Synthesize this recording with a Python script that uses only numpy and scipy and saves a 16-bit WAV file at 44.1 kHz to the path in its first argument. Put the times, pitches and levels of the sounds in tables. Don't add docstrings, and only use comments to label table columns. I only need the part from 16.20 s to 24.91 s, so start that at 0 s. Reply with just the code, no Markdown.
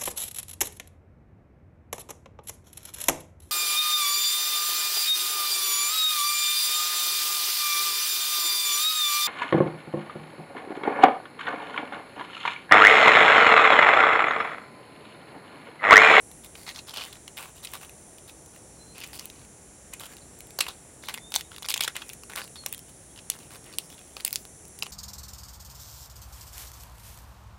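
import sys
import numpy as np
from scipy import signal
from scipy.fft import rfft, irfft
from scipy.io import wavfile
from scipy.ndimage import uniform_filter1d

SR = 44100
rng = np.random.default_rng(int(sys.argv[2]) if len(sys.argv) > 2 else 0)


def natural_amplitude(level_db):
    exponent = np.asarray(level_db, float) / 20
    return 10 ** exponent


def int16_out(signal):
    q = np.round(np.clip(np.atleast_2d(signal).T, -1, 1) * 32767)
    wavfile.write(sys.argv[1], SR, q.astype(np.int16))


N = 384111
TIME = np.arange(N) / SR


def cracks():
    out, t = np.zeros(N + 4096), np.arange(2048) / SR
    tears = edge_snaps() + rips() + pops() + knocks() + bites()
    slips = dull_slips() + open_slips() + bright_slips()
    for middle_s, ms, db, ring_hz, body_db, fizz_db in tears + ticks() + crumbs() + chatter() + slips:
        length_s = max(ms, 1) / 1000
        u = t / length_s
        burst = (u / .5) ** 2 * np.exp(-1.5 * (u / .5) ** 1.5)
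        trail = natural_amplitude(-34) * np.minimum(u, 1) * np.exp(-u / 1.5)
        push = fractures(2048, scatter_db=3.2, clump=16) * (burst + trail)
        clean_break = np.linalg.norm(push[0]) * (1.8 / ms) ** 3
        push[:, int(.4 * length_s * SR)] += clean_break
        sound = leaf(push, ring_hz, body_db, fizz_db, ring_db=-2, width=max(.075, .15 / ms),
                     own=own_colour(middle_s))
        i = int((middle_s - length_s / 2) * SR)
        out[i:i + 2048] += sound * natural_amplitude(db) * np.sqrt(length_s * SR / len(t))
    return out[:N]


# middle in seconds, length in ms, level in dB, ring in Hz.
SNAPS = [(1.4515, 10.7, -38, 3900), (2.8038, 3.1, -43, 2950), (3.0565, 2.5, -43.5, 3120),
         (3.7377, 8.2, -42, 7200), (3.798, 3.7, -39, 3930), (4.2065, 2.5, -42, 2520),
         (5.1551, 1.7, -25.5, 6300), (5.5242, 1.8, -36, 3070), (5.9343, 8.1, -45, 6500),
         (6.2422, 2, -42, 3460), (6.527, 3.2, -34.5, 2640), (6.538, 1.1, -37, 3210),
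         (6.5472, 1.55, -36, 3200), (6.5926, 2.4, -44, 5220), (7.1008, 2.72, -20.5, 9500),
         (7.5857, 1.32, -19, 4950), (8.048, 2, -34, 3997), (8.0497, 2.3, -22, 4550),
         (8.052, 0.89, -30, 6100), (8.063, 2.27, -36, 2600), (8.068, 1.3, -36, 5000),
         (8.0727, 3.8, -39, 2640), (8.079, 2.9, -31, 2660), (8.1082, 1, -37, 3880),
         (8.1291, 1.95, -28, 4230), (8.1418, 2.4, -43, 4180), (8.1518, 1.7, -42, 6150),
         (8.1585, 1.43, -18, 4800), (8.5897, 3.1, -42, 4730)]


def edge_snaps():
    return with_timbre(SNAPS, body_db=-25, fizz_db=0.76)


# middle in seconds, length in ms, level in dB, ring in Hz.
RIPS = [(.696, 5, -45, 3520), (.929, 7.6, -43, 3710), (1.0793, 3.6, -37.5, 2740),
        (1.1782, 4.2, -38.5, 2850), (1.2286, 2.3, -49, 2960), (2.9955, 2.8, -32, 4970),
        (3.101, 4.5, -41.5, 3850), (4.4064, 2, -20.5, 4350), (4.4095, 5.8, -19.5, 2700),
        (5.1413, 0.93, -20.5, 3680), (5.1617, 4.5, -18, 6300), (5.21, 2.3, -31, 3580),
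        (5.3634, 2.4, -38, 2760), (5.4298, 4.6, -36.5, 3524), (5.4872, 3.5, -25.5, 4250),
        (5.5051, 8.1, -27, 4800), (5.5419, 4.9, -20.5, 3330), (5.567, 2.8, -34, 2290),
        (5.5767, 5.2, -28, 3240), (5.6088, 7.1, -22, 3440), (5.6366, 4.4, -24.5, 6500),
        (5.647, 9.3, -30, 3400), (5.7662, 6.2, -32, 1990), (5.893, 2, -35, 5430),
        (5.8995, 3.9, -39.5, 2550), (8.0067, 2.3, -36, 3180), (8.1366, 2, -35, 5810),
        (8.1635, 2.7, -37, 4970)]


def rips():
    return with_timbre(RIPS, body_db=-19, fizz_db=-9)


# middle in seconds, length in ms, level in dB, ring in Hz.
POPS = [
    (.4916, 6.1, -35, 4140),
    (.5608, 4.3, -38.5, 3870),
    (.591, 11.8, -40, 4000),
    (.7972, 2.1, -39, 3020),
    (1.4728, 4.2, -37.5, 3080),
    (5.45, 3.6, -35, 3570),
    (5.5153, 3.8, -29, 3420),
    (6.9905, 7, -44.5, 3000),
    (8.6248, 3.18, -22.5, 2840),
]


def pops():
    return with_timbre(POPS, body_db=-31, fizz_db=-32)


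# middle in seconds, length in ms, level in dB, ring in Hz.
KNOCKS = [(.355, 7.9, -47, 2530), (.4795, 3.7, -42, 4080), (.7828, 6.9, -38.5, 2960), (.812, 11, -41, 3150),
          (4.4674, 6.8, -38, 2040), (4.8381, 7.4, -45.5, 2120), (4.8869, 2.4, -28.5, 3000),
          (4.977, 3, -39, 2400), (5.1506, 2.2, -30, 3530), (5.4245, 2.3, -39, 6280),
          (5.456, 2.5, -38, 4160), (5.5617, 4.6, -36.5, 3110), (5.5946, 6.9, -43, 2350),
          (5.8214, 12.3, -41.5, 3470), (6.1034, 3.3, -48, 1780), (6.2174, 2.4, -35.5, 1720),
          (7.9677, 3.2, -36.5, 4450), (8.6662, 5.7, -40, 2900)]


def knocks():
    return with_timbre(KNOCKS, body_db=-0.53, fizz_db=-20)


# middle in seconds, length in ms, level in dB, ring in Hz.
BITES = [(.6862, 5.1, -47, 3270), (1.5366, 3.8, -39.5, 1860), (2.84, 18, -39.5, 2510),
         (3.8588, 7.9, -46.5, 3320), (4.3894, 4.1, -26.5, 4440), (4.486, 12.7, -37.5, 3570),
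         (4.9415, 7.5, -34.5, 2660), (5.1213, 6, -38.5, 3410), (5.3829, 3.7, -41, 3730),
         (5.6797, 7.8, -28, 1810), (6.0358, 2.4, -41.5, 5800), (6.1354, 3.5, -40, 1790),
         (6.1604, 1.7, -30.5, 3480), (6.1785, 1.8, -32, 1750), (6.4626, 3.4, -26, 5750),
         (7.19, 3.1, -46, 5790), (8.2528, 0.46, -39.5, 4160), (8.6322, 4.8, -34.5, 5400)]


def bites():
    return with_timbre(BITES, body_db=-3, fizz_db=-6.5)


# middle in seconds, level in dB, ring in Hz.
DULL_SLIPS = [(0.573, -48, 4110), (0.762, -37, 3100), (0.772, -32, 3400), (0.82, -36, 2430),
              (0.9555, -47, 2930), (2.0965, -46, 3640), (2.8154, -52, 2390), (2.826, -46, 2450),
              (3.983, -51, 3800), (4.439, -42, 2000), (4.8722, -45, 4050), (4.8968, -39, 1490),
              (4.9829, -39, 2150), (5.1464, -32, 3450), (5.3177, -42, 1380), (5.4454, -39.5, 1500),
              (5.6302, -31, 3360), (6.4375, -47, 1260), (6.4695, -44, 1150), (6.961, -48, 2980),
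              (6.977, -45.5, 2900), (7.119, -38.5, 3318), (7.4656, -50, 2830), (7.5385, -53, 4400),
              (7.551, -51, 4300), (7.7805, -49, 2797), (8.0014, -40, 2480), (8.6604, -44, 2610)]


def dull_slips():
    return with_timbre(with_length(DULL_SLIPS, 3.3), body_db=-11.5, fizz_db=-16)


# middle in seconds, level in dB, ring in Hz.
OPEN_SLIPS = [(0.6948, -38, 3420), (0.7416, -36, 3120), (0.7521, -49, 1210), (0.8376, -37, 3100),
              (1.1723, -38, 2950), (1.1865, -36, 2130), (1.2286, -45, 2830), (1.4437, -45, 3940),
              (1.5471, -42, 2820), (1.5543, -37, 1210), (2.9324, -43.5, 1960), (2.9765, -44, 4750),
              (2.9894, -45, 4260), (3.25, -53, 3000), (3.8157, -41, 3680), (3.9255, -52, 4400),
              (3.936, -49, 4500), (4.9469, -35, 2350), (5.1859, -41, 5060), (5.1952, -46, 4690),
              (5.462, -36, 2430), (5.6232, -31, 3920), (5.7582, -39, 2250), (6.0994, -42, 1480),
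              (6.1726, -36, 2170), (6.1833, -36, 1580), (7.1018, -35, 3720), (7.232, -51, 2900),
              (7.268, -57, 2690), (7.3075, -48, 1520), (7.318, -49, 4700), (7.3489, -46, 4760),
              (7.357, -47, 5030), (7.4427, -48, 5500), (7.5275, -45, 4460), (7.112, -43, 9300),
              (7.7275, -50, 2500), (7.792, -47, 3520)]


def open_slips():
    return with_timbre(with_length(OPEN_SLIPS, 2.43), body_db=-14, fizz_db=-6.5)


# middle in seconds, level in dB, ring in Hz.
BRIGHT_SLIPS = [(0.2469, -45, 2500), (0.5045, -53, 3570), (0.6792, -50, 3120), (0.8616, -49, 3010),
                (1.615, -50, 2950), (2.0786, -54, 3550), (2.792, -56, 2170), (2.8645, -50, 2360),
                (2.8877, -51, 2450), (2.941, -48, 4630), (2.9553, -45, 4690), (3.0019, -56, 5100),
                (4.2705, -51, 3420), (3.8079, -43, 1290), (3.8656, -45, 5230), (5.1751, -42, 5300),
                (5.4931, -42, 3060), (5.5017, -34, 3640), (6.1564, -47, 1210), (6.4915, -47, 5920),
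                (6.5797, -43, 3320), (7.3649, -51, 6180), (7.596, -60, 3320), (8.1229, -53, 3490),
                (8.5977, -48, 5710)]


def bright_slips():
    return with_timbre(with_length(BRIGHT_SLIPS, 1.4), body_db=-10, fizz_db=3.8)


# time in seconds, peak in dB, ring in Hz.
TICKS = [
    (0.114, -39, 6140),
    (1.694, -39, 2540),
    (1.9829, -40.5, 3120),
    (2.2602, -43, 6350),
    (2.361, -43, 1890),
    (3.967, -38, 3850),
    (4.3056, -37, 5420),
    (6.2764, -40, 2800),
    (7.701, -37.5, 5960),
    (8.452, -42, 6550),
]


def ticks():
    return [(s + .0015, 3, peak_db - 7, ring_hz, -12, -4) for s, peak_db, ring_hz in TICKS]


# time in seconds, peak in dB.
CRUMBS = [(0.85, -37.5), (1.2077, -40), (1.3653, -48), (1.5167, -40), (2.7811, -37), (2.874, -38),
          (3.8556, -40), (4.188, -42), (4.8574, -42), (5.1048, -43), (5.498, -23), (5.883, -41),
          (6.4842, -38), (7.3357, -43), (7.4599, -46), (8.4811, -43)]


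def crumbs():
    length_ms, gain_db, ring_hz, body_db, fizz_db = 1.7, -19, 5530, -21, 15.5
    return [(s + .0015, length_ms, peak_db + gain_db, ring_hz, body_db, fizz_db) for s, peak_db in CRUMBS]


# start in seconds, length in ms, slips per second, level in dB.
CHATTER = [
    (6.095, 38, 150, -46.5),
    (6.156, 56, 190, -40.5),
]


def chatter():
    ring_hz, body_db, fizz_db, scatter_db = 1500, 3, -10, 2.5
    rows = []
    for start_s, ms, rate_hz, db in CHATTER:
        chance = rng.standard_normal((16, 2))
        times = start_s + (np.arange(16) + .15 * chance[:, 0]) / rate_hz
        for at_s, c in zip(times, chance[:, 1]):
            if at_s < start_s + ms / 1000:
                rows.append((at_s, 1.6, db + scatter_db * c, ring_hz, body_db, fizz_db))
    return rows


def rustles():
    out = np.zeros(N + SR)
    for start_s, ms, db, ring_hz, body_db, fizz_db in scrapes() + shoves() + crumples() + chews():
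        t = np.arange(int((ms / 1000 + .15) * SR)) / SR
        after = np.maximum(t - ms / 1000, 0)
        edge = np.minimum(t / .005, 1) * (np.exp(-after / .006) + natural_amplitude(-10) * np.exp(-after / .05))
        edge *= 1 - .3 * np.minimum(2000 * t / ms - 1, 1) ** 2
        slips = (rng.random(len(t)) < 330 / SR) * rng.random(len(t)) ** 1.5
        slips = uniform_filter1d(signal.lfilter([1], [1, -.96], slips), 18)
        jerks = .33 + 1.6 * slips
        push = fractures(len(t), scatter_db=1.5, clump=110) * jerks * edge
        sound = leaf(push, ring_hz, body_db, fizz_db + 5, ring_db=1.5, width=.07, own=own_colour(start_s))
        i = int((start_s - .003) * SR)
        out[i:i + len(t)] += sound * natural_amplitude(db) / np.sqrt(1 + 150 / ms)
    return out[:N]


# start in seconds, length in ms, level in dB, ring in Hz.
SCRAPES = [(1.168, 92, -50, 2740), (1.266, 38, -61, 2510), (1.533, 40, -50.5, 3580),
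           (1.612, 44.5, -53.5, 2720), (3.801, 71, -53, 2960), (3.885, 59, -60.5, 1600),
           (4.92, 61, -61, 2130), (6.165, 43, -47, 1510), (7.1, 45, -51, 3680), (7.133, 36, -59, 1780),
           (7.305, 63, -58, 1600), (7.968, 59, -60, 3330)]


def scrapes():
    return with_timbre(SCRAPES, body_db=4.2, fizz_db=-5.5)


# start in seconds, length in ms, level in dB, ring in Hz.
SHOVES = [
    (.883, 90, -59, 3690),
    (3.124, 124, -62.5, 2340),
    (4.406, 19.6, -33, 2470),
    (4.481, 30, -46.5, 3440),
    (4.884, 26.5, -41, 2080),
    (5.139, 40, -48, 3670),
    (5.313, 43, -55.5, 3300),
    (5.778, 44, -52.5, 3300),
    (7.455, 70, -59.5, 1880),
    (8.641, 23, -59, 2770),
]


def shoves():
    return with_timbre(SHOVES, body_db=-0.082, fizz_db=-19)


# start in seconds, length in ms, level in dB, ring in Hz.
CRUMPLES = [(.235, 33, -53.5, 3550), (.355, 110, -56, 4430), (.859, 32, -52.5, 1940),
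            (1.355, 52, -58, 2980), (1.427, 29, -48.5, 3850), (1.463, 143, -58, 2900),
            (2.076, 30, -54, 3670), (2.33, 54, -65, 2500), (2.929, 44, -48, 4630), (3.009, 72, -57, 2520),
            (5.179, 34, -47, 3570), (5.489, 29, -36, 3550), (5.607, 42, -37.5, 3510),
            (5.833, 120, -61, 2460), (2.87, 58, -60.5, 1900), (7.2, 72, -61, 2600), (7.81, 220, -68, 3300),
            (6.466, 64, -61, 3010), (6.68, 22, -58.5, 3020), (7.59, 75, -59, 5300),
            (7.695, 56, -56.5, 3440), (8.048, 25, -53, 2630), (8.078, 145, -60, 5010), ]


def crumples():
    return with_timbre(CRUMPLES, body_db=-4.5, fizz_db=-7.5)


# start in seconds, length in ms, level in dB, ring in Hz.
CHEWS = [(.465, 49, -42, 4070), (.545, 52, -47, 4040),  (.669, 57, -48, 3520), (.735, 122, -42, 2980),
         (2.748, 125, -49.5, 2550), (2.989, 27, -49, 5000), (3.728, 20, -48, 2550), (4.431, 46, -53, 2060),
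         (4.825, 53, -52, 3740), (5.658, 44, -48.5, 1740), (5.752, 22, -40.5, 2660), (6.218, 38, -51, 4700),
         (7.775, 46, -60, 2630), (6.357, 19, -46.5, 3610), (6.96, 50, -59, 3030), (7.529, 25, -51.5, 4390)]


def chews():
    return with_timbre(CHEWS, body_db=-4.5, fizz_db=-22)


def with_timbre(rows, body_db, fizz_db):
    return [(*row, body_db, fizz_db) for row in rows]


def with_length(rows, ms):
    return [(s, ms, db, ring_hz) for s, db, ring_hz in rows]


def fractures(n, scatter_db, clump):
    jumps = rng.standard_normal((2, n))
    slow = uniform_filter1d(jumps[1], clump) * np.sqrt(clump)
    return rng.standard_normal((3, n)) * natural_amplitude(scatter_db * (.6 * jumps[0] + slow))


def leaf(push, ring_hz, body_db, fizz_db, ring_db, width, own=None):
    other_hz, other_db = 1900 * 3.3 ** rng.random(), ring_db - 4
    top_db = fizz_db - 3.5
    if own:
        (other_hz, body_db, fizz_db, top_db), other_db = own, ring_db - 0.5
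    first = band(push[0], ring_hz * (1 - width), ring_hz * (1 + width), order=1)
    second = band(push[1], other_hz * (1 - width), other_hz * (1 + width), order=1)
    broad = band(push[0], min(.7 * ring_hz, 2100), np.clip(1.7 * ring_hz, 3500, 6800))
    middle = level(first, ring_db) + level(second, other_db) + level(broad, -4.5)
    body = band(.6 * push[0] + push[1], 700, 1600, order=1)
    torn = push[0] + .5 * push[2]
    fizz = level(band(torn, 6500, 10500), fizz_db - 1.5) - level(band(torn, 12000, 17500), top_db)
    return level(middle, 0) + level(body, body_db) + fizz


# time in seconds, second ring in Hz, body under 1.8 kHz in dB,
# fizz over 6.5 kHz in dB, top over 11.5 kHz in dB.
COLOURS = [(0.465, 2000, -7.5, -18, -19), (0.4916, 1940, -21, -20, -17), (0.591, 2530, -21, -24, -30),
           (1.0793, 5900, -9, -4, -20), (1.4515, 2670, -23, 1, -19), (1.5366, 2780, 0, -5, 2),
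           (2.84, 6800, -23, -12, -16), (2.9955, 7240, -24, -21, -13), (3.0565, 7960, -11, 5, 8),
           (3.7377, 2630, -26, 6, -23), (3.798, 7270, -21, -5, -11), (4.3894, 6060, -2.5, -13, -4),
           (4.4086, 4230, -9, -4, -18), (4.8869, 3860, -1.5, -18, -12), (4.9415, 7420, -6, -1, -13),
           (5.1413, 5850, -25, -13, -13), (5.1506, 2200, -4.5, -8, -11), (5.1617, 3570, -10.5, -18, -15),
           (5.21, 5660, -13, -8, -16), (5.4872, 2800, -10.5, -3, -16), (5.5051, 3640, -10.5, -15, -9),
           (5.5153, 2260, -27, -18, -15), (5.5419, 7000, -15.5, -9, -15), (5.567, 2940, -12, -2, -19),
           (5.5767, 7100, -15, -17, -9), (5.6088, 2330, -11, -6, -12), (5.6366, 3040, -28, -11, -15),
           (5.647, 7250, -7.5, -19, -16), (5.6797, 3420, -6, -2, -21), (5.7662, 3500, -10, -1, -16),
           (6.1604, 5530, -4.5, 0, -7), (6.4626, 8200, -5, -11, -3), (6.527, 8070, -19, 2, 5),
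           (7.1012, 6140, -17.5, -2, -19), (7.5857, 3150, -19.5, 0, -5), (8.0497, 8500, -13.5, 2.5, -3),
           (8.079, 7200, -18, -14, 4), (8.1291, 5190, -27, -6, 6), (8.1585, 6800, -39, -9, -12),
           (8.6248, 4900, -14.5, -26, -24)]


def own_colour(s):
    return next((row[1:] for row in COLOURS if abs(row[0] - s) < .003), None)


def porch(x):
    t = np.arange(int(.2 * SR)) / SR
    tail = rng.standard_normal(len(t)) * natural_amplitude(-60 * t / .1) * np.minimum(t / .002, 1)
    return x + signal.fftconvolve(x, band(level(tail, -50.5), 330, 6000, order=1))[:N]


# time in seconds, rate in Hz.
CLICK_RATE = [
    (1.8, 508.15),
    (3.4, 507.85),
    (4.6, 507.2),
    (6.8, 507.1),
    (8.4, 507.5),
]
# time in seconds, level in dB.
CICADA_LEVEL = [
    (0.0, -50.5),
    (1.82, -51.5),
    (7.54, -50.5),
    (8.71, -49),
]
# frequency in Hz, gain in dB.
CICADA_BODY = [(4000, -44), (5000, -20), (5570, 2), (6150, 2), (6620, 1.5), (7150, 6), (8100, 3.5),
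               (8630, 2), (9150, 6), (10300, 4.5), (11200, 0.5), (11900, -10), (12500, -45)]


def cicada():
    throb_hz, wobble_rad, fade_db = 70, .035, 3.8
    throb = 2 * np.pi * throb_hz * TIME
    click = 2 * np.pi * np.cumsum(np.interp(TIME, *np.transpose(CLICK_RATE))) / SR
    click, song = click + wobble_rad * np.sin(throb), 0
    for k in range(10, 24):
        for side in (-1, 0, 1):
            turn = 2 * np.pi * rng.random() + .5 * drift(5)
            line_db = fade_db * drift(1.6) - 4 * abs(side) - .4 * max(k - 15, 0)
            song = song + natural_amplitude(line_db) * np.cos(k * click + side * throb + turn)
    chorus = 0
    for hz, db in [(6060, 0), (9170, 0.66), (7270, -1.0), (10600, 2.0)]:
        hiss = band(rng.standard_normal(N), hz * .93, hz * 1.07, order=1)
        chorus = chorus + hiss * natural_amplitude(db + 2.4 * drift(1.6))
    both = level(colour(song, CICADA_BODY), -2.5) + level(colour(chorus, CICADA_BODY), -2.5)
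    return both * natural_amplitude(np.interp(TIME, *np.transpose(CICADA_LEVEL)) - 2.5)


# start in seconds, length in seconds, first pitch in Hz, last pitch in Hz, top level in dB.
BIRD = [(2.545, .04, 4413, 4150, -67), (2.577, 0.115, 4070, 4140, -56), (2.68, .08, 4090, 4180, -57),
        (4.01, .03, 4040, 4000, -59), (4.01, .028, 4290, 4250, -62), (4.004, .03, 4500, 4480, -62),
        (6.892, .04, 3260, 3360, -65), (4.989, 0.16, 3500, 3740, -52), (5.232, 0.052, 3720, 3750, -60),
        (6.203, 0.056, 4670, 4680, -50), (6.36, 0.092, 4390, 4200, -47), (6.492, 0.13, 3240, 3180, -58)]


def bird():
    out = np.zeros(N)
    for start_s, length_s, first_hz, last_hz, top_db in BIRD:
        s = start_s + length_s * np.array([0, 0.34, 1])
        db = top_db + np.array([-15, 0, -12])
        edge = np.clip(np.minimum(TIME - s[0], s[-1] - TIME) / 0.0048, 0, 1)
        pitch_hz = np.interp(TIME, [s[0], s[-1]], [first_hz, last_hz])
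        phase = 2 * np.pi * np.cumsum(pitch_hz) / SR
        out += np.sqrt(2) * edge * natural_amplitude(np.interp(TIME, s, db)) * np.sin(phase)
    return out * natural_amplitude(1.5 * walk(40)) + natural_amplitude(-11) * np.roll(out, int(.023 * SR))


# frequency in Hz, density in dB per Hz.
AIR = [(20, -23), (48, 3), (114, 3), (273, -0.5), (506, -2.5), (800, -8), (1000, -12.5), (1500, -14),
       (4800, -22), (10000, -26), (11800, -28), (12400, -36), (14500, -26), (16500, -26)]


def air():
    hiss = colour(rng.standard_normal(N), AIR)
    edges_hz = 20 * 2.3 ** np.arange(9)
    rumble = 0
    for lo_hz, hi_hz in zip(edges_hz[:-1], edges_hz[1:]):
        rumble = rumble + band(hiss, lo_hz, hi_hz, order=1) * natural_amplitude(1.2 * walk(2.5))
    return level(rumble, -52.5) + natural_amplitude(-68.5) * np.sin(2 * np.pi * 59 * TIME)


def level(x, db):
    return x * natural_amplitude(db) / np.sqrt(np.mean(x ** 2))


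FILTERS = {}


def band(x, lo_hz, hi_hz, order=2):
    key = lo_hz, hi_hz, order
    if key not in FILTERS:
        FILTERS[key] = signal.butter(order, [lo_hz, hi_hz], "bandpass", fs=SR, output="sos")
    return signal.sosfilt(FILTERS[key], x)


def colour(x, points):
    hz, db = np.transpose(points)
    f = np.arange(len(x) // 2 + 1) * SR / len(x) + 1
    return irfft(rfft(x) * natural_amplitude(np.interp(np.log(f), np.log(hz), db)), len(x))


def walk(rate_hz):
    k = int(SR / rate_hz)
    held = np.repeat(rng.standard_normal(N // k + 1), k)
    return uniform_filter1d(uniform_filter1d(held, k), k)[:N]


def drift(rate_hz):
    return np.interp(TIME * rate_hz, np.arange(64), rng.standard_normal(64))


def scene():
    return (porch(rustles() + cracks()) + cicada() + bird() + air())[None]


def band_limit(x):
    return signal.sosfilt(signal.butter(12, 17020, fs=SR, output="sos"), x)


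def record(dry):
    rounded = 1.5 * np.tanh(dry / 1.5)
    top_cut = signal.ellip(6, .2, 14, 15900, fs=SR, output="sos")
    return band_limit(signal.sosfilt(top_cut, rounded))


dry = scene()
out = record(dry)
int16_out(out)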